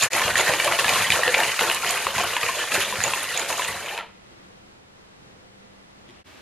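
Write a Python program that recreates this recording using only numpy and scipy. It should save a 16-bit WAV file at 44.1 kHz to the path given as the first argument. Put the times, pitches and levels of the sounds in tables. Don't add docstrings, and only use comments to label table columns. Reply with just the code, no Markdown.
import sys
import numpy as np
from scipy import signal
from scipy.io import wavfile
from scipy.ndimage import uniform_filter1d, map_coordinates

SR = 44100
rng = np.random.default_rng(int(sys.argv[2]) if len(sys.argv) > 2 else 0)


def wrap_up_sound(samples):
    columns = np.atleast_2d(samples).T
    tamed = np.clip(columns, -1, 1)
    steps = np.round(tamed * 32767).astype(np.int16)
    wavfile.write(sys.argv[1], SR, steps)


N = 282681
T = np.arange(N) / SR


def amp(db):
    return 10 ** (np.asarray(db) / 20)


def unit(x):
    return x / np.sqrt(np.mean(x ** 2) + 1e-20)


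def add(mix, s, sound):
    part = mix[max(round(s * SR), 0):][:len(sound)]
    part += sound[:len(part)]


def colour(x, points, size=4096):
    hz, db = np.transpose(points)
    bin_hz = abs(np.fft.fftfreq(size, 1 / SR))
    log_gain = np.log(amp(np.interp(np.log(bin_hz + 1), np.log(hz + 1), db)))
    response = np.fft.ifft(np.exp(np.conj(signal.hilbert(log_gain)))).real[:size // 2]
    return signal.oaconvolve(x, response)[:len(x)]


def wander(size, step=32):
    span = max(int(size / step), 1)
    noise = rng.standard_normal(int(N / step) + 2)
    coarse = uniform_filter1d(uniform_filter1d(noise, span), span)
    return np.interp(T, np.linspace(0, T[-1], len(coarse)), unit(coarse))


def swells(rows):
    level = np.zeros(N)
    for s, length_s, db in rows:
        add(level, s, amp(db) * signal.windows.tukey(int(length_s * SR), .5))
    return level


def grains(per_s, low_hz, high_hz, cycles, spread_db, patchy_db=0, count=28, size=160, order=7):
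    patches = rng.standard_normal((size + 1, order + 1))
    when, kind, luck = rng.random((int(N / SR * per_s), 3)).T
    favour = map_coordinates(patches, [when * size, kind * order], order=1)
    strength = amp(spread_db * np.minimum(-np.log(1 - luck), 4) + patchy_db * favour)
    out = np.zeros(N)
    for k, hz in enumerate(np.geomspace(low_hz, high_hz, count)):
        mine = (kind * count).astype(int) == k
        clicks = np.bincount((when[mine] * N).astype(int), strength[mine], N)
        r, angle = np.exp(-hz / cycles / SR), 2 * np.pi * hz / SR
        gain = (-1) ** k * hz * np.sin(angle)
        poles = [1, -2 * r * np.cos(angle), r * r]
        out += signal.lfilter([0, gain], poles, clicks - clicks.mean())
    return out


def steadied(x, size=2600):
    power = uniform_filter1d(uniform_filter1d(x ** 2, size), size)
    return x / np.sqrt(abs(power) + 1e-20)


def dragged(rows, width_hz):
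    out = np.zeros(N)
    for s, length_s, first_hz, last_hz, db in rows:
        n = int(length_s * SR)
        smooth = [1], [1, -np.exp(-np.pi * width_hz / SR)]
        wobble = signal.lfilter(*smooth, signal.lfilter(*smooth, rng.standard_normal((2, n))))
        phase = 2 * np.pi * np.cumsum(np.linspace(first_hz, last_hz, n)) / SR
        tone = unit(wobble[0] * np.cos(phase) + wobble[1] * np.sin(phase))
        add(out, s, amp(db) * tone * signal.windows.tukey(n, .5))
    return out


def scatter(x, t60, first, count=700, size=20):
    echoes = np.zeros(count * size)
    echoes[np.arange(count) * size + rng.integers(0, size, count)] = rng.choice([-1, 1], count)
    t = T[:len(echoes)]
    echoes *= np.exp(-np.log(1000) * t / t60) * (t > first)
    return signal.oaconvolve(x, echoes / np.linalg.norm(echoes))[:N]


def circling(x, t60, first, cycles_per_s=2.687):
    angle = np.pi * cycles_per_s * T
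    return scatter(x * np.cos(angle), t60, first) + scatter(x * np.sin(angle), t60, first)


def stereo(mid, side):
    return np.array([mid + side, mid - side])


# (frequency [Hz], side re mid [dB])
AIR_COLOUR = [(25, -6), (45, -4), (95, 0), (170, -2), (240, -4), (400, -5), (700, -9), (1100, -11),
              (2000, -14), (4000, -19), (8000, -28), (11000, -34.5), (15000, -47)]
AIR_WIDTH = [(40, -21), (100, -10), (200, 0.5), (380, 2.5), (800, 5.5), (2200, 4), (4400, 5), (14000, 6.5)]
HISS_COLOUR = [(35, -23), (60, 0.5), (199, -7), (269, -6.5), (408, -5), (438, -13), (503, -8), (2910, -11),
               (11100, -30.5), (15000, -36)]
HISS_WIDTH = [(40, -22), (200, 1), (1500, -1), (3000, -4), (7000, 2), (14000, 1)]
# (frequency [Hz], rms level [dB])
HUM = [(199.5, -65), (517, -72), (2004, -77.5)]
# (time [s], length [s], rise [dB])
HUM_SWELL = (4.9, 1.6, 4.3)
AIR_MID_DB, HISS_MID_DB, HISS_FROM_S = -53.9, -49.5, 6.238


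def kitchen(waver_hz=3.6, waver_db=3.0, drift_db=0.66):
    def air(spectrum, width):
        mid, side = (unit(colour(rng.standard_normal(N), spectrum, size=8192)) for _ in range(2))
        return stereo(mid, colour(side, width))
    start_s, length_s, rise_db = HUM_SWELL
    arch = np.sin(np.pi * np.clip((T - start_s) / length_s, 0, 1))
    drift = wander(size=4000)
    swell = amp(waver_db * wander(size=6000) + rise_db * arch)
    hum = 0
    for hz, db in HUM:
        phase = 2 * np.pi * np.cumsum(hz + waver_hz * drift) / SR
        hum = hum + amp(db) * unit(swell * np.sin(phase))
    room = amp(AIR_MID_DB + drift_db * wander(size=5000)) * air(AIR_COLOUR, AIR_WIDTH)
    hiss = amp(HISS_MID_DB) * air(HISS_COLOUR, HISS_WIDTH)
    return hum + np.where(T < HISS_FROM_S, room, hiss)


# (time [s], length [s], level [dB])
RUSH_SWELL = [(5.18, .36, -59.5)]
# (frequency [Hz], gain [dB])
RUSH_COLOUR = [(40, -12), (120, 2), (500, -2), (2500, -26), (9000, -55)]


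def low_rush():
    return swells(RUSH_SWELL) * unit(colour(rng.standard_normal(N), RUSH_COLOUR))


# (time [s], length [s], first pitch [Hz], last pitch [Hz], level [dB])
LOW_TONE = [(4.22, .26, 352, 328, -62.5)]


def low_tone():
    return dragged(LOW_TONE, width_hz=30)


# (time [s], length [s], first pitch [Hz], last pitch [Hz], level [dB])
FREE_WIRES = [(4.03, 0.41, 2000, 2010, -72), (4.03, .35, 2700, 2680, -76)]


def free_wires():
    return dragged(FREE_WIRES, width_hz=30)


# (frequency [Hz], gain [dB])
RATTLE_COLOUR = [(600, -39.5), (1200, -14.5), (1800, 3), (2150, 0.5), (2700, 1), (3600, -4.5), (4400, -13),
                 (5500, -26.5), (8000, -30)]
# (time [s], length [s], level [dB])
DRIPS = [(3.9, 0.68, -66.5), (6.02, 0.27, -62.5)]


def draining():
    return swells(DRIPS) * unit(colour(grains(3000, 890, 5400, cycles=3, spread_db=2.5), RATTLE_COLOUR))


# (frequency [Hz], gain [dB])
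HOLLOW_COLOUR = [(150, -33), (400, -15), (900, -4.5), (2000, -2), (3000, 6.5), (4500, -9), (6000, -18.5),
                 (11000, 20), (15000, -57)]
WALL_COLOUR = [(250, -14.5), (500, -1.5), (750, 4.5), (1050, 9), (1400, 2), (1900, 9.5), (2250, 7.5),
               (2750, 5), (3400, 1), (4200, -10), (6000, -31.5)]
EDGE_COLOUR = [(1500, -21.5), (3200, 9.5), (4300, 8.5), (5500, -3.5), (7000, -3.5), (11500, -10.5),
               (15000, -48)]
SLAP_ENERGY_S = .005


def slap(hz, length_s, edge_db, cycles=6.8, wall_db=-2, graze=0.35, weaker=0.63, count=5):
    t = T[:2048]
    order = np.arange(count)
    delays_s = length_s * (order + rng.uniform(-.4, .4, count) * (order > 0)) / count
    weights = np.where(order > 0, weaker ** (order - 1), graze)
    clicks = np.bincount((delays_s * SR).astype(int), weights, len(t))
    ring_cycles = cycles * np.sqrt(length_s / SLAP_ENERGY_S + .3)
    ring = np.exp(-t * hz / ring_cycles) * np.sin(2 * np.pi * hz * t)
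    hollow = np.convolve(clicks, ring)[:len(t)]
    scrape = rng.standard_normal(len(t)) * np.exp(-t / (.5 * length_s + 3e-4))
    body = unit(colour(hollow, HOLLOW_COLOUR)) + amp(wall_db) * unit(colour(clicks, WALL_COLOUR))
    sound = unit(body) + amp(edge_db) * unit(colour(scrape, EDGE_COLOUR))
    return sound * np.sqrt(SLAP_ENERGY_S * SR) / np.linalg.norm(sound)


# (time [s], level [dB], edge re body [dB])
TAPS = [(6.09, -49, -10), (6.0981, -50.5, -12), (6.107, -52, -3)]


def taps(hollow_hz=330, length_s=0.0013):
    out = np.zeros(N)
    for s, db, edge_db in TAPS:
        add(out, s, amp(db) * slap(hollow_hz, length_s, edge_db, cycles=2.0, wall_db=1.0))
    return out


# (time [s], relative level [dB], pitch [Hz])
THUMPS = [(0.029, -32, 128), (.251, -25.5, 88), (0.321, -32, 94), (.49, -27, 84), (.856, -26, 148),
          (.918, -30, 135), (1.006, -30.5, 98), (1.099, -26, 116), (1.335, -36, 85), (1.466, -34, 140.5),
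          (1.888, -39, 90), (2.057, -36, 90), (2.163, -30, 112), (2.435, -34, 105), (2.777, -33.5, 100),
          (2.985, -29, 100), (3.003, -36, 95), (3.057, -33, 130), (3.688, -35, 92), (3.722, -37, 100)]
# (multiple of the knock pitch, relative level [dB], t60 [s])
TABLE_MODES = [(1, 4.5, 0.061), (1.4, -5.5, .1), (1.85, -11, 0.13)]
# (frequency [Hz], gain [dB])
RUB_COLOUR = [(30, -45.5), (60, -3), (90, 5), (125, -4.5), (165, 3), (260, -9.5), (600, -42), (2000, -72)]


def thumps(level_db=2.5, decay_s=0.055, soft_s=0.0015, rub_db=-10, lowest_hz=55):
    out, t = np.zeros(N), T[:8192]
    for s, db, hz in THUMPS:
        ring = sum(amp(mode_db - 60 * t / t60) * np.sin(2 * np.pi * hz * ratio * t)
                   for ratio, mode_db, t60 in TABLE_MODES)
        rub = colour(rng.standard_normal(len(t)) * np.exp(-t / decay_s), RUB_COLOUR)
        knock = ring / abs(ring).max() + amp(rub_db) * rub / abs(rub).max()
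        add(out, s, amp(db + level_db) * knock * (1 - np.exp(-t / soft_s)))
    return signal.sosfilt(signal.butter(2, lowest_hz, "high", fs=SR, output="sos"), out)


# (frequency [Hz], relative level [dB], t60 [s])
BOWL_MODES = [(354.4, 0, 0.263), (449, -6.5, 0.18), (495, -0.5, .13), (555, 1.5, 0.23), (595.3, 2, 0.16),
              (676, 3, 0.2), (726, 1.5, 0.16), (891, 2, 0.18), (934, -9.5, 0.28), (1050, -4, .1),
              (1390, -1.5, .2), (1560, 0.5, 0.14), (1770, -12, 0.11), (2256, -17.5, .07)]


def bowl(x, ring_db=-2.0, shifting_db=3):
    t, out = T[:12000], x
    for hz, db, t60 in BOWL_MODES:
        ring = amp(db - 60 * t / t60) * np.cos(2 * np.pi * hz * t) * 2 * np.log(1000) / (t60 * SR)
        drive = x * amp(shifting_db * wander(size=5000))
        out = out + amp(ring_db) * signal.oaconvolve(drive, ring)[:N]
    return out


# (time [s], length [s], first pitch [Hz], last pitch [Hz], relative level [dB])
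SQUEAKS = [(1.039, 0.031, 1920, 1990, -26), (1.225, 0.049, 1800, 1990, -28),
           (1.257, 0.064, 1850, 1576, -27.5), (1.459, 0.064, 2950, 3050, -33),
           (1.47, 0.061, 2010, 1900, -33.5), (2.591, 0.07, 1852, 1690, -34), (3.26, 0.091, 1996, 1884, -34),
           (3.658, 0.063, 1900, 2000, -34)]
# (time [s], length [s], first pitch [Hz], last pitch [Hz], relative level [dB])
SCRAPES = [(.005, 0.035, 3800, 4380, -25.5), (1.105, 0.022, 3366, 3750, -25),
           (2.57, 0.073, 2700, 2890, -30.5), (2.8, .045, 2850, 3440, -27.5),
           (3.33, 0.065, 3840, 3290, -32.5)]


def squeaks(scrape_db=-1, squeak_width_hz=150, scrape_width_hz=1100):
    return dragged(SQUEAKS, squeak_width_hz) + amp(scrape_db) * dragged(SCRAPES, scrape_width_hz)


# (time [s], relative level [dB], middle pitch [Hz], length [s])
LOW_RINGS = [(0.021, -27, 682, 0.032), (0.207, -17.5, 1054, 0.035), (.532, -21, 1160, .015),
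             (0.65, -20.5, 870, 0.021), (0.656, -20, 618, 0.041), (0.788, -16.5, 1126, 0.019),
             (0.817, -23, 964, .02), (1.135, -21, 1104, 0.024), (1.278, -22, 524, 0.056),
             (1.387, -19, 880, 0.031), (1.405, -15.5, 930, .025), (1.831, -22, 1408, .028),
             (2.066, -21, 1090, 0.013), (2.078, -28, 546, 0.045), (2.203, -21.5, 737, 0.039),
             (2.367, -13.5, 980, 0.0096), (2.488, -15.5, 1050, .018), (2.717, -21.5, 1310, .018),
             (2.776, -23.5, 392, 0.023), (2.935, -27, 523, 0.033), (3.047, -28, 1080, 0.015),
             (3.135, -16.5, 1022, 0.012), (3.311, -29, 1410, .02), (3.926, -25.5, 851, .02),
             (3.977, -26, 953, 0.02), (3.996, -31, 1378, .03), (6.098, -40.5, 300, 0.014)]


def low_rings(level_db=2, decay_share=0.41, rise_share=0.084, attack_s=0.002):
    out, t = np.zeros(N), T[:4096]
    for s, db, hz, length_s in LOW_RINGS:
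        turns = np.cumsum(hz * (1 + rise_share * (np.minimum(t / length_s, 1) - .5))) / SR
        shape = (1 - np.exp(-t / attack_s)) * np.exp(-t / (decay_share * length_s))
        add(out, s, amp(db + level_db) * shape * np.sin(2 * np.pi * turns))
    return out


# (time [s], length [s], relative level [dB])
SPITS = [(.162, 0.015, -27), (1.019, .012, -29), (1.716, 0.017, -29), (1.74, 0.015, -30),
         (1.969, .012, -32), (2.235, .012, -32), (2.815, 0.022, -30.5), (3.225, .012, -27),
         (3.679, 0.011, -30)]


def spits(level_db=-1):
    spray = np.array([unit(grains(6000, 8800, 11600, cycles=6, spread_db=1.5, count=8)) for _ in range(2)])
    return amp(level_db) * swells(SPITS) * spray


# (frequency [Hz], gain [dB])
FIZZ_COLOUR = [(2000, -26), (4000, 6), (5500, 2.5), (6250, 3), (6850, 7), (7500, 0.5), (9200, 2),
               (11700, 0.5), (13000, -6), (14500, -18), (15600, -43)]
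# (time [s], relative level [dB], tick re ring before trim [dB], pitch [Hz])
PINGS = [(0.0238, -6.5, -8.5, 6800), (0.0356, -4.5, -7, 7135), (0.1316, -9, -13, 6820),
         (.378, -12.5, 1, 6860), (0.3865, -15, -8, 6930), (.399, -12, -8, 6930), (0.4112, -11, -6, 6900),
         (.5645, -19, -12, 6826), (.644, -18.5, 8, 6950), (.8906, -16, 5, 6800), (.9128, -16, -8, 7000),
         (1.1016, -19, 7, 6900), (1.16, -17, -10, 6690), (1.38, -16.5, 0, 6850), (1.403, -25, 8, 6850),
         (1.448, -20, -10, 6550), (1.609, -14.5, -4, 6940), (1.746, -24.5, 12, 7000),
         (1.8915, -13, -3, 6920), (1.9069, -13.5, 6.5, 7100), (2.18, -21, -8, 6815), (2.213, -20, 1, 6940),
         (2.741, -11, -0.5, 6830), (2.8995, -24, -8, 6910), (3.0373, -4, -11.5, 6820),
         (3.078, -16, -13, 6900), (3.3743, -9, -8, 6790), (3.3938, -12, -5, 6930), (3.527, -17, -14, 6520),
         (3.577, -19, -8, 6600), (3.6415, -19, -10, 6858), (3.858, -28, -10, 6858), (3.976, -29, 3, 6880)]
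PING_LEFT_DB, PING_RIGHT_DB = -12, 0.5


def pings(wires, decay_s=0.0028, rise_s=0.000228, ring_db=-1, tick_db=-4, tick_decay_s=0.0026,
          light_db=-21, flare_db=4, room_db=-11, lag_s=.0007):
    out, t = np.zeros(N), T[:2048]
    for s, db, bright_db, hz in PINGS:
        ring = np.sin(2 * np.pi * hz * t) * np.exp(-t / decay_s) * (1 - np.exp(-t / rise_s))
        tick = colour(rng.standard_normal(len(t)) * np.exp(-t / tick_decay_s), FIZZ_COLOUR)
        add(out, s + lag_s, amp(db) * (amp(ring_db) * ring + amp(tick_db + bright_db) * tick))
    tinkle = unit(grains(160, 6400, 7200, cycles=17, spread_db=2, count=12))
    flurries = amp(light_db + flare_db * np.tanh(wander(size=2000)))
    out = out + flurries * wires * tinkle
    return np.array([amp(db) * out + amp(room_db) * scatter(out, t60=0.16, first=0.0029)
                     for db in (PING_LEFT_DB, PING_RIGHT_DB)])


LIFT_S, LIFT_DB_PER_S = 3.995, 330
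SLIPS_PER_S, SLIP_MEAN_S, SLIP_LOW_HZ, SLIP_HIGH_HZ, SLIP_GLIDE_SHARE = 36, .016, 1598, 4000, .1


def slips(wires, level_db=-10.5, spread_db=2, width_hz=110):
    rows = []
    for when, span, pitch, bend, luck in rng.random((int(SLIPS_PER_S * LIFT_S), 5)):
        hz = SLIP_LOW_HZ * (SLIP_HIGH_HZ / SLIP_LOW_HZ) ** pitch
        last_hz = hz * (1 + SLIP_GLIDE_SHARE * (2 * bend - 1))
        db = spread_db * (2 * luck - 1)
        rows.append((when * LIFT_S, SLIP_MEAN_S * (.5 + span), hz, last_hz, db))
    return amp(level_db) * wires * dragged(rows, width_hz)


LIGHT_PER_S, LIGHT_LOW_HZ, LIGHT_HIGH_HZ = 16, 1000, 2800
LIGHT_LOW_DB, LIGHT_HIGH_DB = -7, -3


def light_slaps(wires, length_s=0.00394, edge_db=-11):
    out = np.zeros(N)
    for when, pitch, luck in rng.random((int(LIGHT_PER_S * LIFT_S), 3)):
        hz = LIGHT_LOW_HZ * (LIGHT_HIGH_HZ / LIGHT_LOW_HZ) ** pitch
        db = LIGHT_LOW_DB + (LIGHT_HIGH_DB - LIGHT_LOW_DB) * luck
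        add(out, when * LIFT_S, amp(db) * slap(hz, length_s, edge_db))
    return wires * out


# (time [s], relative energy over 5 ms [dB], hollow pitch [Hz], length [s])
SLAPS = [(0.026, -18.5, 2730, 0.0064), (0.133, -19.5, 2410, 0.0018), (0.151, -21, 1910, .003),
         (0.196, -21, 1300, 0.0021), (0.218, -17, 1760, 0.0056), (0.28, -19.5, 2800, 0.0026),
         (0.303, -20, 1510, 0.0063), (0.3557, -13, 1870, 0.0027), (0.388, -21, 2700, 0.0022),
         (0.4084, -17.5, 2040, 0.0024), (0.537, -17.5, 2320, 0.001), (0.599, -13.5, 2310, 0.0041),
         (0.672, -20, 2310, 0.0075), (0.713, -23, 1430, 0.0032), (0.723, -17, 2000, 0.0034),
         (0.788, -18.5, 2600, 0.0034), (0.8443, -15, 1700, 0.0049), (.881, -17, 2400, 0.0026),
         (0.891, -15, 2330, 0.0061), (0.957, -17, 1055, 0.0052), (1.021, -17.5, 2370, 0.0073),
         (1.1035, -11.5, 2380, 0.0023), (1.121, -13.5, 3120, 0.0024), (1.233, -16, 1860, 0.0064),
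         (1.279, -15, 2700, 0.0024), (1.342, -13, 2010, .002), (1.3452, -11.5, 2350, 0.0063),
         (1.4024, -16, 1820, .004), (1.433, -16.5, 2859, 0.0024), (1.5916, -14.5, 2080, 0.0036),
         (1.61, -16.5, 2900, 0.00085), (1.6985, -15.5, 2520, 0.00402), (1.713, -18, 2880, 0.0041),
         (1.846, -21.5, 1500, 0.0024), (1.941, -24, 1937, 0.0019), (1.977, -23.5, 1698, 0.0016),
         (2.068, -16, 1112, 0.0049), (2.106, -27, 3046, .0015), (2.15, -25, 1440, 0.0042),
         (2.181, -21, 2640, 0.0038), (2.198, -20, 1090, 0.0047), (2.306, -26, 2000, .0015),
         (2.366, -17.5, 1766, .0016), (2.431, -18.5, 2500, 0.0068), (2.463, -22.5, 2579, 0.0029),
         (2.486, -22, 2280, 0.002), (2.719, -19.5, 2660, 0.0019), (2.752, -18, 1570, 0.0048),
         (2.925, -21.5, 1000, 0.0038), (2.957, -24.5, 1954, 0.0021), (3.004, -21, 1700, 0.0025),
         (3.038, -21, 2630, 0.0017), (3.048, -23, 2330, 0.0053), (3.081, -24, 1440, 0.0038),
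         (3.1354, -18, 2700, 0.0034), (3.242, -25.5, 2730, 0.0025), (3.375, -23, 2290, 0.0018),
         (3.396, -25, 2150, 0.003), (3.502, -22, 985, 0.0025), (3.526, -22, 2600, 0.004),
         (3.595, -19, 1000, 0.0031), (3.62, -22.5, 1750, 0.0026), (3.647, -25.5, 2471, 0.0028),
         (3.861, -31, 2400, 0.0033), (3.884, -29.5, 3047, .0015), (3.977, -25.5, 2540, 0.0031),
         (3.9888, -26.5, 2440, 0.00095), (4.009, -32, 1300, .004)]


def slaps(level_db=-1.5, edge_db=-12, edge_db_per_octave=5, middle_hz=2000):
    out = np.zeros(N)
    for s, db, hz, length_s in SLAPS:
        sharpness_db = edge_db + edge_db_per_octave * np.log2(hz / middle_hz)
        add(out, s, amp(db + level_db) * slap(hz, length_s, sharpness_db))
    return out


# (time [s], length [s], drop [dB], negative is a slight rise)
CONTACT_CHANGES = [(0.307, .034, 6), (0.545, 0.05, 2.5), (1.768, 0.047, 2), (2.015, 0.046, -0.5),
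                   (2.383, .03, 2), (3.428, 0.066, 4)]


def contact():
    drop_db = np.zeros(N)
    for s, length_s, db in CONTACT_CHANGES:
        add(drop_db, s, db * signal.windows.tukey(int(length_s * SR), .5))
    return amp(-drop_db)


# (time [s], squelch [relative dB], rattle [relative dB], fizz [relative dB],
# swing back after [s], swing back re push [dB])
STROKES = [(-0.025, -29.5, -22, -27, 0.15, -5.5), (0.108, -26, -30.5, -41, 0.072, 0.5),
           (0.345, -24, -22.5, -30, 0.094, -1.5), (0.617, -23, -25, -30, 0.14, -4),
           (0.85, -22, -23, -29, 0.09, -6.5), (1.097, -23, -25, -30.5, 0.12, -5.5),
           (1.345, -23.5, -24, -30.5, 0.024, -12), (1.572, -23.5, -26, -30, 0.063, -16),
           (1.8, -30.5, -28.5, -33.5, 0.063, 0.5), (2.142, -24.5, -26, -34.5, 0.12, -11),
           (2.393, -30.5, -28, -33.0, 0.14, -2.5), (2.7, -24.5, -24.5, -31.5, 0.2, -12),
           (3.002, -27, -30, -33, 0.078, -5), (3.263, -34, -35.5, -40.5, 0.084, 5),
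           (3.472, -30, -31.5, -33.5, 0.11, -6.5), (3.827, -39, -35, -45, 0.21, -12)]
SWELL_S, MIX_LAG_S = 0.029, 0.018
SQUELCH_DECAY_S, RATTLE_DECAY_S, FIZZ_DECAY_S = 0.09, 0.21, 0.26
STIR_SQUELCH_DB, STIR_RATTLE_DB, STIR_FIZZ_DB, EASING_DB_PER_S = -33, -28.5, -35, 1.64
FOAM_SETTLES_S, FOAM_SETTLES_DB_PER_S, FOAM_LEFT_S = 3.58, 9.5, 3.965


def strokes(push_db, stir_db, decay_s, lag_s=0):
    def swell(s):
        age = T - s - lag_s
        return np.clip(age / SWELL_S, 0, 1) * np.exp(-np.maximum(age - SWELL_S, 0) / decay_s)
    power = amp(stir_db - EASING_DB_PER_S * T) ** 2
    for (s, *_, back_s, back_db), db in zip(STROKES, push_db):
        power = power + (amp(db) * swell(s)) ** 2 + (amp(db + back_db) * swell(s + back_s)) ** 2
    lift = amp(-LIFT_DB_PER_S * np.maximum(T - LIFT_S - lag_s, 0))
    return np.sqrt(power) * contact() * lift


def effort():
    _, wet_db, wires_db, foam_db, _, _ = np.transpose(STROKES)
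    settling_db = FOAM_SETTLES_DB_PER_S * np.maximum(T - FOAM_SETTLES_S, 0)
    leaving_db = LIFT_DB_PER_S * np.maximum(T - FOAM_LEFT_S, 0)
    return (strokes(wet_db, STIR_SQUELCH_DB, SQUELCH_DECAY_S, MIX_LAG_S),
            strokes(wires_db, STIR_RATTLE_DB, RATTLE_DECAY_S),
            strokes(foam_db, STIR_FIZZ_DB, FIZZ_DECAY_S) * amp(-settling_db - leaving_db))


# (frequency [Hz], gain [dB])
SQUELCH_COLOUR = [(60, -20), (100, 1.5), (200, -7), (280, -11.5), (380, -2.5), (600, 0.5), (1100, 2.5),
                  (1450, 0.5), (2000, -17), (3500, -23.5)]


def beating(wet, wires, foam, squelch_db=-2.5, rattle_db=-4.5, jangle_db=-9.5, fizz_db=-2.0,
            wet_flutter_db=1.5, wire_flutter_db=1.7, foam_flutter_db=1.5):
    shared_flutter = wander(size=700)
    wet = wet * amp(wet_flutter_db * wander(size=700))
    wires = wires * amp(wire_flutter_db * shared_flutter)
    foam = foam * amp(foam_flutter_db * shared_flutter)
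    pockets = grains(1100, 208.0, 1878, cycles=3.33, spread_db=2.5, patchy_db=4.0)
    squelch = steadied(colour(pockets, SQUELCH_COLOUR))
    chatter = grains(1400, 1198, 5480, cycles=5.4, spread_db=3, patchy_db=3.0)
    rattle = steadied(colour(chatter, RATTLE_COLOUR))
    swinging = grains(130, 1400, 3200, cycles=26, spread_db=3, count=40)
    jangle = steadied(colour(swinging, RATTLE_COLOUR), size=5000)
    bubbles = [grains(8000, 3560, 14500, cycles=3.8, spread_db=3, patchy_db=2.5) for _ in range(2)]
    fizz = np.array([steadied(colour(x, FIZZ_COLOUR)) for x in bubbles])
    churn = amp(squelch_db) * wet * squelch + wires * (amp(rattle_db) * rattle + amp(jangle_db) * jangle)
    return churn, np.sqrt(2) * amp(fizz_db) * foam * fizz


# (frequency [Hz], side gain [dB])
SIDE_COLOUR = [(50, -43), (200, -36), (450, -32), (750, -22), (1100, -31), (2100, -54), (2800, -18.5),
               (3500, -23), (5000, -11), (7000, 1), (14000, -27)]


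def scene(room_db=-7.0, fizz_room_db=-9, far_side_db=-2, shared=0.064):
    wet, wires, foam = effort()
    churn, fizz = beating(wet, wires, foam)
    contacts = churn + slaps() + light_slaps(wires) + slips(wires) + squeaks() + taps()
    near = bowl(contacts) + low_rings() + thumps() + draining()
    mid = near + amp(room_db) * circling(near, t60=0.33, first=.006) + low_tone() + free_wires()
    close_side = circling(mid, t60=0.015, first=0)
    far_side = amp(far_side_db) * circling(mid, t60=0.217, first=0.0036)
    side = colour(close_side + far_side, SIDE_COLOUR)
    foam_pair = fizz + shared * fizz[::-1] + spits()
    bubbles = np.array([x + amp(fizz_room_db) * scatter(x, t60=0.22, first=0.0033) for x in foam_pair])
    return stereo(mid, side) + bubbles + pings(wires) + kitchen() + low_rush()


# (time [s], length of the silence [s], fade to either side [s])
DROPOUTS = [(0.087, 0.014, 0.037), (6.237, 0.0021, 0.033)]
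BAND_LIMIT_HZ = 15600


def record(dry):
    faded = dry
    for s, length_s, fade_s in DROPOUTS:
        faded = faded * np.clip(np.maximum(s - T, T - s - length_s) / fade_s, 0, 1)
    low_pass = signal.firwin(511, BAND_LIMIT_HZ, window=("kaiser", 9), fs=SR)
    return signal.oaconvolve(faded, low_pass[None], "same")


dry = scene()
out = record(dry)
wrap_up_sound(out)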